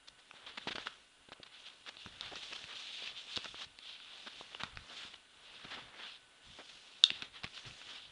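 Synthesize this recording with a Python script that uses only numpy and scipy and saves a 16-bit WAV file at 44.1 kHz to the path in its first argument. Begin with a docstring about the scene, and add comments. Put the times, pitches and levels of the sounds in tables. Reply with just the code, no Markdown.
"""A plastic disc case and its paper booklet are turned over by hand just in front of a small camera.
From the start, coloured noise rubs on the plastic and swells into short scuffs and slips. Among them,
damped modes of the case tick and quick pushes bump; near seven seconds the case snaps sharply. A small
room answers every tick with decaying noise. Hiss, faint whines and a hand's rumble run underneath."""
import sys
import numpy as np
from scipy import signal
from scipy.fft import rfft, irfft, next_fast_len
from scipy.io import wavfile
from scipy.ndimage import uniform_filter1d, map_coordinates

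SR = 44100
rng = np.random.default_rng(int(sys.argv[2]) if len(sys.argv) > 2 else 0)


def unload_audio(sound):
    """Save the sound as a 16-bit wav file, at the path given as the first command line argument."""
    columns = np.transpose(np.atleast_2d(sound))
    # keep every value between -1 and 1, then stretch to whole-number steps
    steps = np.round(np.clip(columns, -1, 1) * 32767)
    wavfile.write(sys.argv[1], SR, steps.astype(np.int16))


N = 357651  # length in samples


def amp(db):
    """Logarithmic level: decibels to amplitude gain."""
    return 10 ** (np.asarray(db) / 20)


def unit(x):
    """Normalization: the signal scaled to rms 1."""
    return x / np.sqrt(np.mean(x ** 2) + 1e-20)


def along(points, hz):
    """Logarithmic pitch: (Hz, value) points interpolated on a log frequency axis."""
    point_hz, values = np.transpose(points)
    return np.interp(np.log(hz + 1), np.log(point_hz + 1), values)


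def curves(rows):
    """Linear interpolation: one value per sample for each column after the time."""
    times, *columns = np.transpose(rows)
    return np.array([np.interp(np.arange(N) / SR, times, column) for column in columns])


def wobble(rate):
    """Slow random fluctuation: a smooth curve through rate random knots a second."""
    knots = rng.standard_normal(int(N * rate / SR) + 4)
    return map_coordinates(knots, [np.arange(N) * rate / SR])


def filtered(x, response):
    """Linear filtering: the spectrum times a response of frequency."""
    size = next_fast_len(N + SR // 2)
    return irfft(rfft(x, size) * response(np.fft.rfftfreq(size, 1 / SR)), size)[..., :N]


# Steady rubbing: time_s [s], bright_db [dB], dull_db [dB, panel level], crispness_db [dB, sheen over bright]
STEADY_RUB = [(0.0, -78, -74, -7), (0.29, -71, -71, -4), (0.45, -64, -63.5, -11.5), (0.63, -59, -62, -10),
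              (0.91, -60.5, -64, -6.5), (1.07, -74, -74.5, -4), (1.42, -72, -71, -13.5),
              (1.6, -61, -68, -8.5), (1.7, -60.5, -63.5, -10), (1.79, -66.5, -71, -7),
              (2.05, -60, -64.5, -9), (2.19, -59, -62, -9), (2.42, -51, -61.5, -8.5),
              (2.62, -55, -61.5, -5.5), (2.74, -58, -60.5, -7), (2.94, -48.5, -62, -8.5),
              (3.08, -49.5, -58, -13.5), (3.14, -57.5, -63.5, -9), (3.25, -58, -66, -6.5),
              (3.41, -52.5, -60.5, -7.5), (3.53, -57, -66.5, -7), (3.73, -66, -70.5, -9.5),
              (3.97, -56.5, -66.5, -16.5), (4.2, -57, -64.5, -8), (4.67, -59, -61, -8),
              (4.73, -64, -64.5, -9), (4.87, -61.5, -62, -4.5), (5.09, -56.5, -66, -8.5),
              (5.24, -71.5, -73, -8), (5.54, -56.5, -61.5, -12), (5.78, -56.5, -57.5, -10),
              (5.91, -65, -61, -11.5), (6.02, -59, -54.5, -10), (6.19, -69, -73, -11),
              (6.4, -71.5, -70, -5), (6.66, -61.5, -67, -3), (7.0, -60, -67, -7), (7.25, -56.5, -58, -13.5),
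              (7.3, -68.5, -69, -7), (7.46, -59, -62, -14.5), (7.51, -62, -67, -3),
              (7.59, -59.5, -64.5, -3.5), (7.8, -58, -63, -3), (8.04, -57, -69.5, -13.5),
              (8.11, -65.5, -66, -10)]
# Strokes and slips: start_s [s], length_s [s], rise [share of length], bright_db [dB],
# hollowness_db [dB, panel over bright]
SLIPS = [(0.073, 0.018, 0.67, -52, -7.5), (0.183, 0.025, 0.37, -66.5, -3), (0.33, 0.08, 0.45, -63.5, -1.5),
         (0.462, 0.065, 0.083, -54, -3.5), (0.572, 0.014, 0.92, -42, -1.5), (0.672, 0.025, 0.09, -43.5, -3),
         (0.708, 0.025, 0.28, -45.5, -3), (0.755, 0.016, 0.05, -47, 0.7), (0.781, 0.058, 0.019, -54, -1.5),
         (0.857, 0.028, 0.4, -48, -0.5), (1.287, 0.0087, 0.2, -59.5, 2.5), (1.324, 0.014, 0.1, -51.5, -3),
         (1.43, 0.01, 0.1, -49.5, -6.5), (1.463, 0.013, 0.05, -57, -2), (1.51, 0.081, 0.55, -62.5, -4),
         (1.655, 0.035, 0.37, -52, -11.5), (1.868, 0.031, 1, -52, -2.5), (1.964, 0.15, 0.3, -57.5, -26),
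         (2.21, 0.11, 0.17, -54, -3.5), (2.313, 0.029, 0.7, -75.5, 19), (2.355, 0.035, 0.045, -49.5, -7.5),
         (2.417, 0.023, 0.8, -53, -6), (2.512, 0.026, 0.83, -52, 0.5), (2.551, 0.016, 0.64, -48.5, -6),
         (2.67, 0.075, 0.47, -54, -3.5), (2.747, 0.15, 0.2, -49.5, -14), (2.979, 0.12, 0.76, -51, -8.5),
         (3.152, 0.07, 0.45, -52.5, -13), (3.263, 0.13, 0.65, -50.5, -11.5), (3.271, 0.0055, 0.22, -54, -4),
         (3.363, 0.015, 0.33, -41, -9), (3.437, 0.034, 0.69, -51.5, -2.5), (3.542, 0.07, 0.62, -55, -10),
         (3.584, 0.07, 0.53, -49.5, -5.5), (3.802, 0.19, 0.53, -54, -14), (4.083, 0.2, 0.27, -60.5, -6),
         (4.35, 0.079, 0.79, -56, -16), (4.261, 0.023, 0.8, -51.5, 2), (4.597, 0.026, 0.46, -48.5, 1.5),
         (4.634, 0.014, 0.05, -48, 0.5), (4.89, 0.073, 0.55, -60, 0), (4.943, 0.15, 0.51, -53.5, -4.5),
         (5.137, 0.011, 0.27, -56.5, -1.5), (5.153, 0.013, 0.35, -58.5, -8),
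         (5.639, 0.016, 0.75, -56, -0.5), (5.705, 0.063, 0.24, -49, -3), (5.769, 0.032, 0.45, -59.5, 5),
         (5.936, 0.25, 0.63, -55.5, -9), (6.42, 0.19, 0.52, -61, -9), (6.585, 0.037, 0.11, -69.5, 10.5),
         (6.674, 0.047, 0.5, -61.5, -5), (7.1, 0.11, 0.53, -54.5, -17), (7.221, 0.012, 0.22, -45, -3),
         (7.324, 0.079, 0.58, -59.5, -3), (7.439, 0.015, 0.27, -43, -3), (7.531, 0.075, 0.84, -55, -7),
         (7.636, 0.091, 0.34, -61.5, 1), (7.848, 0.12, 0.5, -57, -3.5), (7.926, 0.11, 0.27, -57.5, -5.5)]
# Low and edge parts of the rub: (dB over the leading scrape at RUB_MID_DB, dB gained per dB)
RUB_MID_DB = -58
EDGE_FOLLOWS_BRIGHT, LOW_FOLLOWS_DULL = (-6, 1), (-7.5, 0.99)
# Low and edge parts of a slip: (dB over bright, dB gained per dB of hollowness)
SLIP_LOW, SLIP_EDGE = (-7, 1.57), (-9.5, 0.42)
SLIP_CRISP_DB = -3.5  # a slip's sheen against the crispness of the rub at that moment
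SWELL, SWELL_PER_S = 0.62, 2.8  # power of the rise and fall: longer strokes swell more gently


def follow(lead_db, rule):
    """Proportional levels: one part of the rub follows another."""
    over_db, gain = rule
    return RUB_MID_DB + over_db + gain * (lead_db - RUB_MID_DB)


def contact():
    """Addition of powers: steady rub plus slips, in bright, low, panel, edge and sheen."""
    bright, panel, crisp = curves(STEADY_RUB)
    low = follow(panel, LOW_FOLLOWS_DULL)
    edge = follow(bright, EDGE_FOLLOWS_BRIGHT)
    power = amp([bright, low, panel, edge, bright + crisp]) ** 2
    for start_s, length_s, rise, bright_db, hollow_db in SLIPS:
        start = round(start_s * SR)
        progress = np.arange(round(length_s * SR)) / (length_s * SR)
        rise = np.clip(rise, .02, .95)
        ramp = np.minimum(progress / rise, (1 - progress) / (1 - rise))
        shape = ramp ** (SWELL + SWELL_PER_S * length_s)
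        low_db, edge_db = (over + gain * hollow_db for over, gain in (SLIP_LOW, SLIP_EDGE))
        sheen_db = crisp[start] + SLIP_CRISP_DB
        levels = amp(bright_db + np.array([0, low_db, hollow_db, edge_db, sheen_db]))[:, None]
        power[:, start:start + len(progress)] += levels ** 2 * shape / shape.mean()
    return power


# Frequency range of bright, low, panel, edge and sheen: centre_hz [Hz], spread [octaves]
PART_RANGES = [(3530, 0.33), (427, 0.64), (1368, 0.45), (2736, 0.18), (7950, 0.43)]


def friction():
    """Stick-slip friction: tiny catches of skin and paper come in clumps that all parts share."""
    drift_db = 0.6 * wobble(25)
    clump_db = 0.95 * wobble(150) + 0.7 * wobble(600)
    catch_db = 1.73 * rng.exponential(size=N)
    clumps = amp(drift_db + clump_db + catch_db)
    out = np.zeros(N)
    for power, (centre_hz, octaves) in zip(contact(), PART_RANGES):
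        # each part is touched a little differently
        own_noise = amp(0.82 * wobble(40)) * rng.standard_normal(N)
        rubbing = np.sqrt(power) * unit(own_noise * clumps)
        out += filtered(rubbing, part_colour(centre_hz, octaves))
    return patchy(out, patchy_db=1.1)  # the grip shifts, and the colour with it


# Colour of rubbed plastic: frequency_hz [Hz], relative level_db [dB per Hz]
PLASTIC_COLOUR = [(88, -58), (150, -20), (196, -6.5), (324, -14), (752, -9), (949, -11), (1220, -10.5),
                  (1780, -8.5), (3510, -1), (9920, -35.5), (10800, -41), (14100, -79), (22000, -120)]
RING_DB = 0.5  # how far each mode of the case lifts the rubbing


def part_colour(centre_hz, octaves):
    """Resonant colouring: the plastic's spectrum around one range; white noise keeps its rms."""
    def response(f):
        modes = sum(1 / (1 + ((f - hz) / width) ** 2) for hz, width, _ in CASE_MODES)
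        colour = amp(along(PLASTIC_COLOUR, f) + RING_DB * modes)
        distance = np.log2((f + 1) / centre_hz) / octaves
        gain = colour * np.exp(-distance ** 2 / 4)
        return gain / np.sqrt(np.mean(gain ** 2))
    return response


def patchy(x, patchy_db):
    """Spectral fluctuation: random gain in patches of time and frequency."""
    spectrum = signal.stft(x, nperseg=256)[2]
    field = rng.standard_normal(spectrum.shape)
    field = uniform_filter1d(field, size=4, axis=0)
    field = uniform_filter1d(field, size=14, axis=1)
    return signal.istft(spectrum * amp(patchy_db * unit(field)), nperseg=256)[1][:N]


# Sharp ticks of plastic and paper: time_s [s], peak_db [dB], panel_db and edge_db [dB over bright]
TICK_EVENTS = [(0.0851, -36, -8, -23), (0.3118, -37, 7, 4), (0.783, -28, 13, -2), (0.8708, -21.5, 5, -2),
               (1.32, -35.5, 15, -2.2), (1.4324, -37, -16, -17), (1.864, -36.5, 2, -1),
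               (1.8907, -33.5, 1, -2), (1.9694, -35, -4, -5), (2.062, -32.5, 15.5, 0),
               (2.2103, -24, -6.5, -13), (2.357, -31.5, -3, -25), (2.528, -32.5, -9, -15),
               (2.5334, -31.5, -8, -5), (2.641, -32.5, -10, -3), (3.076, -35, -15, 12),
               (3.3603, -25, -24, -20), (3.3672, -22.5, -23, -14), (3.3742, -22.5, -2, -7),
               (3.4448, -29.5, -7, -2), (3.457, -32, -7, -1), (3.5446, -37.5, 10, 4),
               (3.7889, -33.5, -10.5, -8), (4.0017, -40, 7, 3), (4.5488, -28.5, 13, 12),
               (4.635, -20.5, 3.5, -12), (4.7576, -42, -4, -5), (4.7725, -27.5, 5, -0.5),
               (5.1424, -38, -12, 11), (7.0391, -2.5, -17, -15.5), (7.0508, -34, -19, -25),
               (7.104, -16, 0.3, 8.5), (7.2224, -27, -14, 1), (7.435, -28.5, -6, -4),
               (7.4433, -28.5, -0.3, -1), (7.4658, -34, 7, 5), (7.4773, -40, -2, 3), (7.5775, -34, 7, 12),
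               (7.6522, -38.5, 3, 6), (7.71, -39.5, -6, 3), (7.8155, -36.5, 8, 9)]
# Modes of the case, before each tick's variation: pitch_hz [Hz], width_hz [Hz], relative level_db [dB]
CASE_MODES = [(828, 345, -4), (1390, 166, 0.5), (1860, 370, 2.5), (2720, 108, 2.2), (3630, 158, 1.1),
              (4500, 250, -3.5), (5290, 370, 5.5), (6520, 1500, 5), (8600, 3200, 5)]
# Part that each mode belongs to: part [0 bright, 1 panel, 2 edge, 3 sheen]
MODE_PARTS = (1, 1, 2, 2, 0, 0, 3, 3, 3)
TICK_SHEEN_DB = -9  # over bright, for the strongest tick
LIGHT_DULLS_DB = -1  # change of sheen for the lightest ticks


def ticks():
    """Modal ringing: a blow excites damped modes; light ticks stay local, shorter and less alike."""
    out, t = np.zeros(N + SR), np.arange(SR // 20) / SR
    luck = rng.standard_normal((len(TICK_EVENTS), 2, len(CASE_MODES)))
    # the edge rattles as it lets go
    chatter = rng.standard_normal((len(TICK_EVENTS), 256)) * .06 * np.exp(-t[:256] / .0012)
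    chatter[:, 0] = 1
    for (time_s, peak_db, panel_db, edge_db), (strong, detune), blow in zip(TICK_EVENTS, luck, chatter):
        light = np.clip((-peak_db - 6) / 25, 0, 1)
        parts_db = (0, panel_db, edge_db, TICK_SHEEN_DB + LIGHT_DULLS_DB * light)
        ring = np.zeros(len(t))
        for i, (hz, width_hz, level_db) in enumerate(CASE_MODES):
            way = (-1) ** i  # neighbouring modes start in opposite directions
            gain = amp(parts_db[MODE_PARTS[i]] + level_db + (2.4 + 2.8 * light) * strong[i])
            decay = np.exp(-np.pi * width_hz * (1 + 1.3 * light) * t)
            pitch_hz = hz * (1 + (0.0046 + 0.05 * light) * detune[i])
            ring += way * gain * decay * np.sin(2 * np.pi * pitch_hz * t)
        onset = (1 - np.exp(-t / 0.000066)) ** 2
        ring = np.convolve(ring * onset, blow)
        out[round((time_s - .0003) * SR):][:len(ring)] += amp(peak_db) * ring / abs(ring).max()
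    return out[:N]


# Soft bumps of finger or case: time_s [s, within the first push], level_db [dB, peak of that push],
# pitch_hz [Hz]
BUMP_EVENTS = [(0.34, -50.5, 504), (0.6729, -28, 550), (0.708, -41, 293), (0.753, -40.5, 304),
               (0.7829, -32.5, 620), (1.2888, -52, 248), (1.321, -50.5, 490), (1.4012, -45, 328),
               (1.863, -65, 500), (1.9701, -48.5, 490), (2.0623, -45.5, 152), (2.0725, -48.5, 206),
               (2.368, -48, 295), (2.646, -55.5, 120), (3.0244, -45, 560), (3.376, -36, 295),
               (3.459, -44.5, 400), (3.545, -46.5, 410), (3.67, -57, 89.5), (4.4117, -37, 564),
               (4.5509, -43.5, 607), (4.638, -42, 157), (4.738, -52, 60.6), (4.774, -46.5, 59),
               (4.8216, -65, 60), (5.0523, -52.5, 150), (5.6523, -45, 212), (6.5928, -47.5, 526),
               (7.117, -43.5, 229), (7.228, -45.5, 207), (7.4465, -40, 132), (7.677, -51, 121)]


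def bumps():
    """Impulse and rebound: a soft blow is one quick push; the loose case then shudders a few cycles."""
    out = np.zeros(N + SR)
    luck = rng.standard_normal((len(BUMP_EVENTS), 12))
    for (time_s, level_db, hz), (way, *shudder) in zip(BUMP_EVENTS, luck):
        turn = 2 * np.pi * (np.arange(round(2 * SR / hz)) * hz / SR - 1)
        push = turn * np.exp(.5 - turn ** 2 / 2)
        blows = np.zeros(round(6 * SR / hz))
        after_blows = .25 * np.array(shudder) * np.exp(-np.arange(11) / 4.5)
        blows[::len(blows) // 12 + 1] = np.r_[np.sign(way), after_blows]
        sound = np.convolve(push, blows)
        out[round((time_s - 1.1 / hz) * SR):][:len(sound)] += amp(level_db) * sound
    return out[:N]


# Reverberation of the room: frequency_hz [Hz], t60_s [s, time to fall 60 dB]
ROOM_DECAY = [(500, 0.34), (1500, 0.31), (3500, 0.27), (9000, 0.19)]


def room(x):
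    """Reverberation: diffuse noise in which each frequency dies at its own speed."""
    hz, t, noise = signal.stft(rng.standard_normal(SR // 2), SR, nperseg=256)
    decay = amp(-60 * t / along(ROOM_DECAY, hz)[:, None])
    tail = signal.istft(noise * decay, SR, nperseg=256)[1]
    delayed = np.pad(x, (300, 0))  # samples before the room answers
    return signal.fftconvolve(delayed, tail / np.linalg.norm(tail))[:N]


# Rumble of the hand on the camera: time_s [s], level_db [dB]
HAND_SHAKE = [(0.0, -84), (0.36, -83), (0.74, -67), (1.1, -89), (1.7, -83), (2.0, -75), (2.07, -66),
              (2.16, -65), (2.96, -80.5), (3.64, -73), (3.95, -85), (4.3, -84), (4.63, -64), (4.85, -64),
              (5.2, -86), (5.67, -67), (6.3, -88), (6.58, -69), (6.9, -84), (7.15, -71), (7.48, -77),
              (7.64, -65), (7.85, -76), (8.11, -75)]
# Colour of the rumble: frequency_hz [Hz], relative level_db [dB per Hz]
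RUMBLE_COLOUR = [(15, -16), (35, -2), (70, -5), (130, -4), (250, -15.5), (500, -41.5)]


def hand_rumble():
    """Structure-borne noise: the hand on the camera's body gives unsteady low noise."""
    noise = filtered(rng.standard_normal(N), lambda hz: amp(along(RUMBLE_COLOUR, hz)))
    return amp(curves(HAND_SHAKE)[0]) * unit(amp(5.9 * wobble(16)) * noise)


# Colour of the hiss: frequency_hz [Hz], relative level_db [dB per Hz]
HISS_COLOUR = [(25, -4), (170, -9), (270, -8.5), (350, -6.5), (730, -6.5), (1220, -7), (1460, -7),
               (2250, -8), (2900, -4), (3460, -4.5), (5300, -15.5), (10200, -12), (11000, -32.5)]
HISS_DB = -68.5  # rms before the band limit


def hiss():
    """Electronic noise: the camera's steady hiss is white noise with a fixed colour."""
    noise = filtered(rng.standard_normal(N), lambda hz: amp(along(HISS_COLOUR, hz)))
    return amp(HISS_DB) * unit(noise)


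# Whines of the electronics, about which each wavers: pitch_hz [Hz], level_db [dB rms]
WHINE_TONES = [(275, -86.5), (1497, -78.5), (2840, -78), (7188, -87), (8786, -98), (8846, -95.5)]


def whines():
    """Modulated tones: faint sines of the electronics waver in level and phase."""
    t = np.arange(N) / SR
    out = np.zeros(N)
    for hz, level_db in WHINE_TONES:
        level = np.sqrt(2) * amp(level_db + 1.7 * wobble(6))
        out += level * np.sin(2 * np.pi * hz * t + 1.3 * wobble(12))
    return out


def scene():
    """Superposition: the case close by, its ticks echoed by the room, over the camera's own noise."""
    sharp = ticks()
    case = friction() + sharp + bumps()
    camera = hand_rumble() + hiss() + whines()
    return (case + amp(-14.5) * room(sharp) + camera)[None]


TOP_HZ = 11000  # band limit


def record(dry):
    """Band limiting: the camera rolls off towards its limit and keeps nothing above it."""
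    def response(hz):
        rolloff_db = -22 * np.clip((hz - 10450) / 550, 0, 1) ** 2
        return (hz < TOP_HZ) * amp(rolloff_db)
    return filtered(dry, response)


dry = scene()
out = record(dry)
unload_audio(out)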